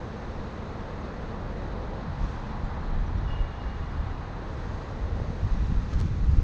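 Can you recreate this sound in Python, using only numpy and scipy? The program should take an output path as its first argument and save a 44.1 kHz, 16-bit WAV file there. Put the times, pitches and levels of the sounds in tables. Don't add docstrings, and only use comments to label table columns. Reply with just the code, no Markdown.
import sys
import numpy as np
from scipy import signal
from scipy.fft import rfft, irfft
from scipy.io import wavfile
from scipy.ndimage import uniform_filter1d

SR = 44100
rng = np.random.default_rng(int(sys.argv[2]) if len(sys.argv) > 2 else 0)


def wav_out(sig):
    wavfile.write(sys.argv[1], SR, np.round(np.clip(np.atleast_2d(sig).T, -1, 1) * 32767).astype(np.int16))


N = 283563
TIME = np.arange(N) / SR

# multiple of the pitch, relative level in dB.
HORN_OVERTONES = [(1, -3), (2, 0), (3, -2.5), (4, -2.5), (5, .5), (6, -2.5), (7, -14), (8, -18), (9, -14.5),
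                  (10, -23)]
# delay in seconds, gain in dB.
FRONT_ECHOES = [(.051, -7), (.098, -12), (.135, -15), (.235, -15), (.3, -15)]
# middle in seconds, half-length in seconds, middle pitch in Hz, level in dB.
CHIRPS = [(2.65, .025, 7000, -74), (3.075, .018, 5850, -65), (3.181, .011, 5540, -65)]
# start in seconds, decay in seconds, level in dB.
DULL_KNOCKS = [(5.151, 0.0056, -40), (5.2, .006, -31.5), (5.927, 0.01, -41), (6.012, .004, -37)]
# frequency in Hz, density in dB per Hz.
KNOCK_COLOUR = [(200, -22), (430, 8), (650, 5), (850, -5), (1300, -18), (4000, -58)]
# middle in seconds, half-length in seconds, level in dB.
GRIT_SCUFFS = [(5.928, 0.038, -50.5), (5.993, 0.034, -53), (6.05, 0.075, -57)]
# frequency in Hz, density in dB per Hz.
SCUFF_COLOUR = [(500, -12), (1300, 11), (2500, 0), (4000, -0.5), (6500, -2), (8500, -22), (10500, -37),
                (13000, -24), (15000, -41)]
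# start in seconds, decay in seconds, level in dB.
STONE_TICKS = [(5.762, .001, -52), (5.9885, .0007, -50), (5.9912, .001, -44), (6.0022, .0008, -35),
               (6.0075, .001, -50), (6.0122, .0016, -38), (6.0212, .001, -53), (6.082, .001, -55)]
# frequency in Hz, density in dB per Hz.
TICK_COLOUR = [(800, 13), (2000, 21), (3800, 25), (6500, 13), (8500, 11), (10000, -5), (11500, -9),
               (14000, -16)]
# time in seconds, level in dB.
AIRFLOW = [(0, -39.5), (.9, -37), (1.3, -36.5), (1.5, -34.5), (2.5, -34.5), (3.2, -29), (3.55, -36.5),
           (4.0, -32), (4.3, -36.5), (4.9, -33), (5.25, -34), (5.85, -29), (6.2, -28.5), (6.43, -27)]
# middle in seconds, half-length in seconds, change in dB.
LULLS = [(0.535, 0.052, -4), (0.89, 0.039, -4.5), (1.12, 0.045, -4), (2.16, .03, -5), (3.56, 0.046, -1),
         (4.28, 0.033, -4), (4.854, .06, -7.5), (5.493, 0.017, -9), (5.903, .05, -3.5)]
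# middle in seconds, half-length in seconds, rumble level in dB,
# rumble pitch in Hz, flutter level in dB.
GUSTS = [(0.286, 0.037, -32, 45, -56), (0.403, 0.053, -36, 40, -40), (2.051, 0.13, -39, 75, -37.5),
         (2.237, 0.071, -27, 48, -34.5), (2.651, 0.032, -29, 38, -34.5), (2.979, 0.13, -25.5, 35, -47),
         (3.176, 0.075, -28, 55, -34), (3.304, 0.045, -24.5, 48, -38), (3.418, 0.04, -22, 38, -52),
         (3.683, 0.041, -28, 55, -46), (3.812, 0.015, -25, 55, -40), (3.998, 0.027, -26, 68, -44),
         (4.159, 0.063, -32, 50, -50), (5.045, 0.025, -24, 52, -49), (5.188, 0.13, -30, 62, -34.5),
         (5.297, 0.015, -35, 65, -33), (5.453, 0.031, -23, 58, -30), (5.557, 0.065, -22.5, 42, -35),
         (5.628, 0.037, -22.5, 58, -34.5), (5.716, 0.037, -23, 55, -27), (5.782, 0.023, -18.5, 45, -33),
         (5.952, 0.034, -22.5, 50, -49), (6.047, 0.12, -28, 80, -28), (6.234, 0.023, -22, 38, -35),
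         (6.289, 0.02, -17.5, 72, -30), (6.331, 0.032, -24, 65, -28.5), (6.386, 0.03, -13.5, 44, -25.5)]
# frequency in Hz, density in dB per Hz.
RUMBLE_COLOUR = [(5, -34.5), (13, -18.5), (23, -2.5), (34, 1.5), (55, -2.5), (80, -2), (110, -9.5),
                 (170, -28), (400, -50.5), (1500, -99)]
# frequency in Hz, density in dB per Hz.
FLUTTER_COLOUR = [(50, -22.5), (90, -4), (115, -2.5), (160, -5), (210, -10), (280, -13.5), (400, -20.5),
                  (800, -51.5), (3000, -93)]
# time in seconds, level in dB.
CAVITY_LEVEL = [(0, -46), (1.2, -47.5), (2.0, -52.5), (2.6, -45), (3.3, -58.5), (4.4, -58.5), (6.43, -48.5)]
# time in seconds, level in dB.
HISS_LEVEL = [(0, -61), (1.9, -64), (3.3, -64), (3.85, -63), (4.35, -64), (4.65, -59.5), (5.15, -61.5),
              (5.6, -58), (6.2, -60), (6.43, -57)]
# frequency in Hz, density in dB per Hz.
HISS_COLOUR = [(1000, -17), (2500, 7.5), (3200, 1.5), (4000, 4.5), (5200, 1), (6500, 1), (7300, -9.5),
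               (8100, -13.5), (9000, -22.5), (10500, -46), (14000, -34.5)]
# start in seconds, end in seconds, level in dB.
COARSE_PAVING = [(-.2, 1.48, -44), (1.48, 2.02, -42.5), (1.99, 3.1, -55), (4.36, 4.9, -46.5),
                 (4.9, 5.43, -44.5)]
# frequency in Hz, density in dB per Hz.
DRONE_COLOUR = [(100, -19), (220, -0.5), (320, -0.5), (390, -1), (470, 3.5), (620, -2), (800, -8),
                (1200, -22), (2500, -39), (7000, -68.5)]
# time in seconds, level in dB.
ROAR_LEVEL = [(0, -44), (1.2, -43.5), (2.3, -43), (2.87, -43), (3.02, -43.5), (4.0, -43.5), (4.6, -43.5),
              (5.3, -44.5), (5.55, -44), (5.95, -45), (6.1, -46.5), (6.43, -46)]
# frequency in Hz, density in dB per Hz.
TREAD_COLOUR = [(250, -18.5), (600, -3.5), (850, 2.5), (1100, 2), (1400, -2), (1900, -5.5), (2300, -13),
                (3100, -17.5), (4000, -15.5), (5000, -25.5), (6500, -42), (8000, -48), (11000, -80)]
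# pitch in Hz, width in Hz, level against the tread roar in dB.
WHINES = [(801, 18, -14.5), (1965, 16, -22), (2500, 18, -30.5)]

STREET_T60_S, STREET_TAIL_S, STREET_TOP_HZ, STREET_WET_DB = 2.9, 1, 3700, 5
HORN_START_S, HORN_LENGTH_S, HORN_RISE_S = 3.274, 0.07, 0.012
HORN_HZ, HORN_DB, HORN_SAG_HZ_PER_S = 572, -49, 130
HORN_WAVER, HORN_FLUTTER_DB = 0.0115, 4
HOOT_MIDDLE_S, HOOT_HALF_LENGTH_S, HOOT_HZ, HOOT_DB = 3.42, 0.06, 565, -49
CHIRP_FALL_HZ_PER_S, CHIRP_WAVER = 7400, 0.028
SCUFF_GRAIN_DB, SCUFF_GRAIN_HZ = 3.5, 250
RUMBLE_TRIM_DB = -0.5
SURGE_DB, SURGE_HZ = 0.6, 4.9
BREEZE_DB, FLUTTER_DB = -35, -40
FLUTTER_FOLLOW_DB_PER_DB = 0.44
GUST_FLUTTER_TOP_HZ = 200
GUST_OCTAVES_BELOW, GUST_OCTAVES_ABOVE = 1, 0.39
CAVITY_HZ, CAVITY_WIDTH_HZ = 213.7, 22
PATCH_S, PATCH_DB, PATCH_RISE_S, PATCH_FADE_S = 2.15, -58.5, 0.074, 0.3
HISS_FLICKER_DB, HISS_FLICKER_HZ, HISS_PATCHES_DB = 0.56, 78, 0.5
SMOOTH_DRONE_DB, PAVING_EDGE_S = -48.5, 0.016
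ROAR_REFERENCE_DB, TREAD_TRIM_DB, TREAD_PATCHES_DB = -44, -1.72, 0.57
DRONE_FOLLOW_DB_PER_DB = 0.48
LOW_ROAR_TOP_HZ, LOW_ROAR_EXTRA_DB_PER_DB = 780, 5
GRAIN_DB, GRAIN_HZ = 0.32, 70
EDGE_HZ = 14700


def gain_of(db):
    return 10 ** (np.asarray(db) / 20)


def evened(x):
    return x / np.sqrt(np.mean(x ** 2) + 1e-20)


def over_time(points):
    return np.interp(TIME, *np.transpose(points))


def read(points, hz):
    point_hz, value = np.transpose(points)
    return np.interp(np.log(hz + 1), np.log(point_hz + 1), value)


def add(mix, start_s, sound):
    part = mix[max(round(start_s * SR), 0):][:len(sound)]
    part += sound[:len(part)]


def coloured(x, colour):
    response = evened(gain_of(read(colour, np.fft.rfftfreq(N, 1 / SR))))
    return irfft(rfft(x) * response, N)


def noise(colour):
    return evened(coloured(rng.standard_normal(N), colour))


def below(x, edge_hz):
    return irfft(rfft(x) / (1 + (np.fft.rfftfreq(N, 1 / SR) / edge_hz) ** 4), N)


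def drift(rate_hz):
    response = np.exp(-(np.fft.rfftfreq(N, 1 / SR) / rate_hz) ** 2)
    return evened(irfft(rfft(rng.standard_normal(N)) * response, N))


def tone(hz, width_hz):
    wander = drift(width_hz) + 1j * drift(width_hz)
    return evened((wander * np.exp(2j * np.pi * hz * TIME)).real)


def patchy(colour, patch_db, size=512):
    overlap = size * 3 // 4
    _, _, bands = signal.stft(noise(colour), SR, nperseg=size, noverlap=overlap)
    patches = uniform_filter1d(rng.standard_normal(bands.shape), size=7, axis=0)
    patches = evened(uniform_filter1d(patches, size=28, axis=1))
    _, out = signal.istft(bands * gain_of(patch_db * patches), nperseg=size, noverlap=overlap)
    return evened(out[:N])


def turbulence(colour, size):
    x, window = noise(colour), np.hanning(size)
    power = signal.fftconvolve(abs(signal.hilbert(x)) ** 2, window / window.sum(), "same")
    return evened(x / np.sqrt(abs(power) + 1e-3))


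def bell(middle_s, half_length_s):
    return np.exp(-2 * ((TIME - middle_s) / half_length_s) ** 2)


def swells(rows):
    return sum(gain_of(db) * bell(middle_s, half_length_s) for middle_s, half_length_s, db in rows)


def impacts(rows, colour, size=4096):
    out, source = np.zeros(N), noise(colour)
    t = TIME[:size]
    for start_s, decay_s, db in rows:
        fade = np.exp(-t / decay_s) * np.minimum(t / (0.14 * decay_s), 1)
        burst = evened(source[round(start_s * SR):][:size] * fade)
        add(out, start_s, gain_of(db) * burst * np.sqrt(np.mean(fade ** 2)))
    return out


def street(x):
    t = np.arange(STREET_TAIL_S * SR) / SR
    tail = rng.standard_normal(len(t)) * gain_of(-60 * t / STREET_T60_S) * np.minimum(t / 0.05, 1)
    diffuse = signal.fftconvolve(x, tail / np.linalg.norm(tail))[:N]
    out = x + gain_of(STREET_WET_DB) * below(diffuse, STREET_TOP_HZ)
    for delay_s, db in FRONT_ECHOES:
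        add(out, delay_s, gain_of(db) * x)
    return out


def horn():
    since_s = TIME - HORN_START_S
    sag_hz = HORN_SAG_HZ_PER_S * (np.clip(since_s, 0, HORN_LENGTH_S) - HORN_LENGTH_S / 2)
    pitch_hz = (HORN_HZ - sag_hz) * (1 + HORN_WAVER * drift(rate_hz=180))
    turns = np.cumsum(pitch_hz) / SR
    flutter = gain_of(HORN_FLUTTER_DB * drift(rate_hz=46))
    reed = np.zeros(N)
    for multiple, db in HORN_OVERTONES:
        own_flutter = np.roll(flutter, multiple * SR // 2)
        reed += gain_of(db) * own_flutter * np.sin(2 * np.pi * multiple * turns)
    edge_s = np.minimum(since_s, HORN_LENGTH_S - since_s)
    gate = np.clip(edge_s / HORN_RISE_S, 0, 1) ** 0.5
    return street(gain_of(HORN_DB) * gate * evened(reed))


def hoot():
    envelope = swells([(HOOT_MIDDLE_S, HOOT_HALF_LENGTH_S, HOOT_DB)])
    return envelope * evened(np.sin(2 * np.pi * HOOT_HZ * TIME))


def chirps():
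    out = np.zeros(N)
    for middle_s, half_length_s, hz, db in CHIRPS:
        fall_hz = CHIRP_FALL_HZ_PER_S * np.clip(TIME - middle_s, -half_length_s, half_length_s)
        pitch_hz = hz * (1 + CHIRP_WAVER * drift(rate_hz=300)) - fall_hz
        squeak = evened(np.sin(2 * np.pi * np.cumsum(pitch_hz) / SR))
        out += swells([(middle_s, half_length_s, db)]) * squeak
    return out


def gust(middle_s, half_length_s, db, hz):
    t = np.arange(SR) / SR - 0.5
    octaves = np.log2((np.fft.rfftfreq(SR, 1 / SR) + 1) / hz)
    spread = np.where(octaves < 0, GUST_OCTAVES_BELOW, GUST_OCTAVES_ABOVE)
    churn = irfft(rfft(rng.standard_normal(SR)) * np.exp(-0.5 * (octaves / spread) ** 2), SR)
    envelope = np.exp(-2 * (t / half_length_s) ** 2)
    shove = gain_of(db) * evened(churn * envelope) * np.sqrt(np.mean(envelope ** 2))
    return np.interp(TIME, middle_s + t, shove, 0, 0)


def gusty(eddies, steady, gusts, top_hz):
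    extra = np.hypot(steady, gusts) - steady
    return steady * eddies + extra * evened(below(eddies, top_hz))


def wind():
    lulls_db = sum(db * bell(middle_s, half_length_s) for middle_s, half_length_s, db in LULLS)
    airflow = gain_of(over_time(AIRFLOW) + lulls_db + SURGE_DB * drift(SURGE_HZ))
    rumble = gain_of(RUMBLE_TRIM_DB) * airflow * turbulence(RUMBLE_COLOUR, size=4400)
    shoves = sum(gust(middle_s, half_length_s, db, hz) for middle_s, half_length_s, db, hz, _ in GUSTS)
    steady = gain_of(FLUTTER_DB) * (airflow / gain_of(BREEZE_DB)) ** FLUTTER_FOLLOW_DB_PER_DB
    buffet = swells((middle_s, half_length_s, db) for middle_s, half_length_s, _, _, db in GUSTS)
    flutter = gusty(turbulence(FLUTTER_COLOUR, size=8000), steady, buffet, GUST_FLUTTER_TOP_HZ)
    return rumble + shoves + flutter


def knocks():
    return impacts(DULL_KNOCKS, KNOCK_COLOUR)


def grit():
    grains = noise(SCUFF_COLOUR) * gain_of(SCUFF_GRAIN_DB * drift(SCUFF_GRAIN_HZ))
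    return impacts(STONE_TICKS, TICK_COLOUR) + swells(GRIT_SCUFFS) * evened(grains)


def cavity():
    return gain_of(over_time(CAVITY_LEVEL)) * tone(CAVITY_HZ, CAVITY_WIDTH_HZ)


def hiss():
    since_s = np.maximum(TIME - PATCH_S, 0)
    fade = np.exp(-np.maximum(since_s - PATCH_RISE_S, 0) / PATCH_FADE_S)
    flare = np.minimum(since_s / PATCH_RISE_S, 1) * fade
    strength = np.hypot(gain_of(over_time(HISS_LEVEL)), gain_of(PATCH_DB) * flare)
    flicker = gain_of(HISS_FLICKER_DB * drift(HISS_FLICKER_HZ))
    return strength * flicker * patchy(HISS_COLOUR, HISS_PATCHES_DB)


def drone(roar_change_db):
    coarse = np.zeros(N)
    for start_s, end_s, db in COARSE_PAVING:
        entered = np.tanh((TIME - start_s) / PAVING_EDGE_S)
        left = np.tanh((TIME - end_s) / PAVING_EDGE_S)
        coarse += gain_of(db) * (entered - left) / 2
    strength = np.hypot(gain_of(SMOOTH_DRONE_DB), coarse)
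    follow = gain_of(DRONE_FOLLOW_DB_PER_DB * roar_change_db)
    return strength * follow * turbulence(DRONE_COLOUR, size=6000)


def whines():
    return sum(gain_of(db) * tone(hz, width_hz) for hz, width_hz, db in WHINES)


def tread_roar(roar_db, roar_change_db):
    tread = patchy(TREAD_COLOUR, TREAD_PATCHES_DB)
    extra = gain_of(LOW_ROAR_EXTRA_DB_PER_DB * roar_change_db) - 1
    tread = tread + extra * below(tread, LOW_ROAR_TOP_HZ)
    return gain_of(roar_db + TREAD_TRIM_DB) * (tread + whines())


def rolling():
    roar_db = over_time(ROAR_LEVEL)
    roar_change_db = roar_db - ROAR_REFERENCE_DB
    tyres = drone(roar_change_db) + tread_roar(roar_db, roar_change_db)
    jolts = evened(gain_of(GRAIN_DB * drift(GRAIN_HZ)))
    return tyres * jolts + hiss()


def scene():
    distant = horn() + hoot() + chirps()
    road = knocks() + grit() + cavity() + rolling()
    return (distant + wind() + road)[None]


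def record(dry):
    lowpass = signal.firwin(511, EDGE_HZ, window=("kaiser", 9), fs=SR)
    return signal.oaconvolve(dry * np.minimum(TIME / 0.004, 1), lowpass[None], "same")


dry = scene()
out = record(dry)
wav_out(out)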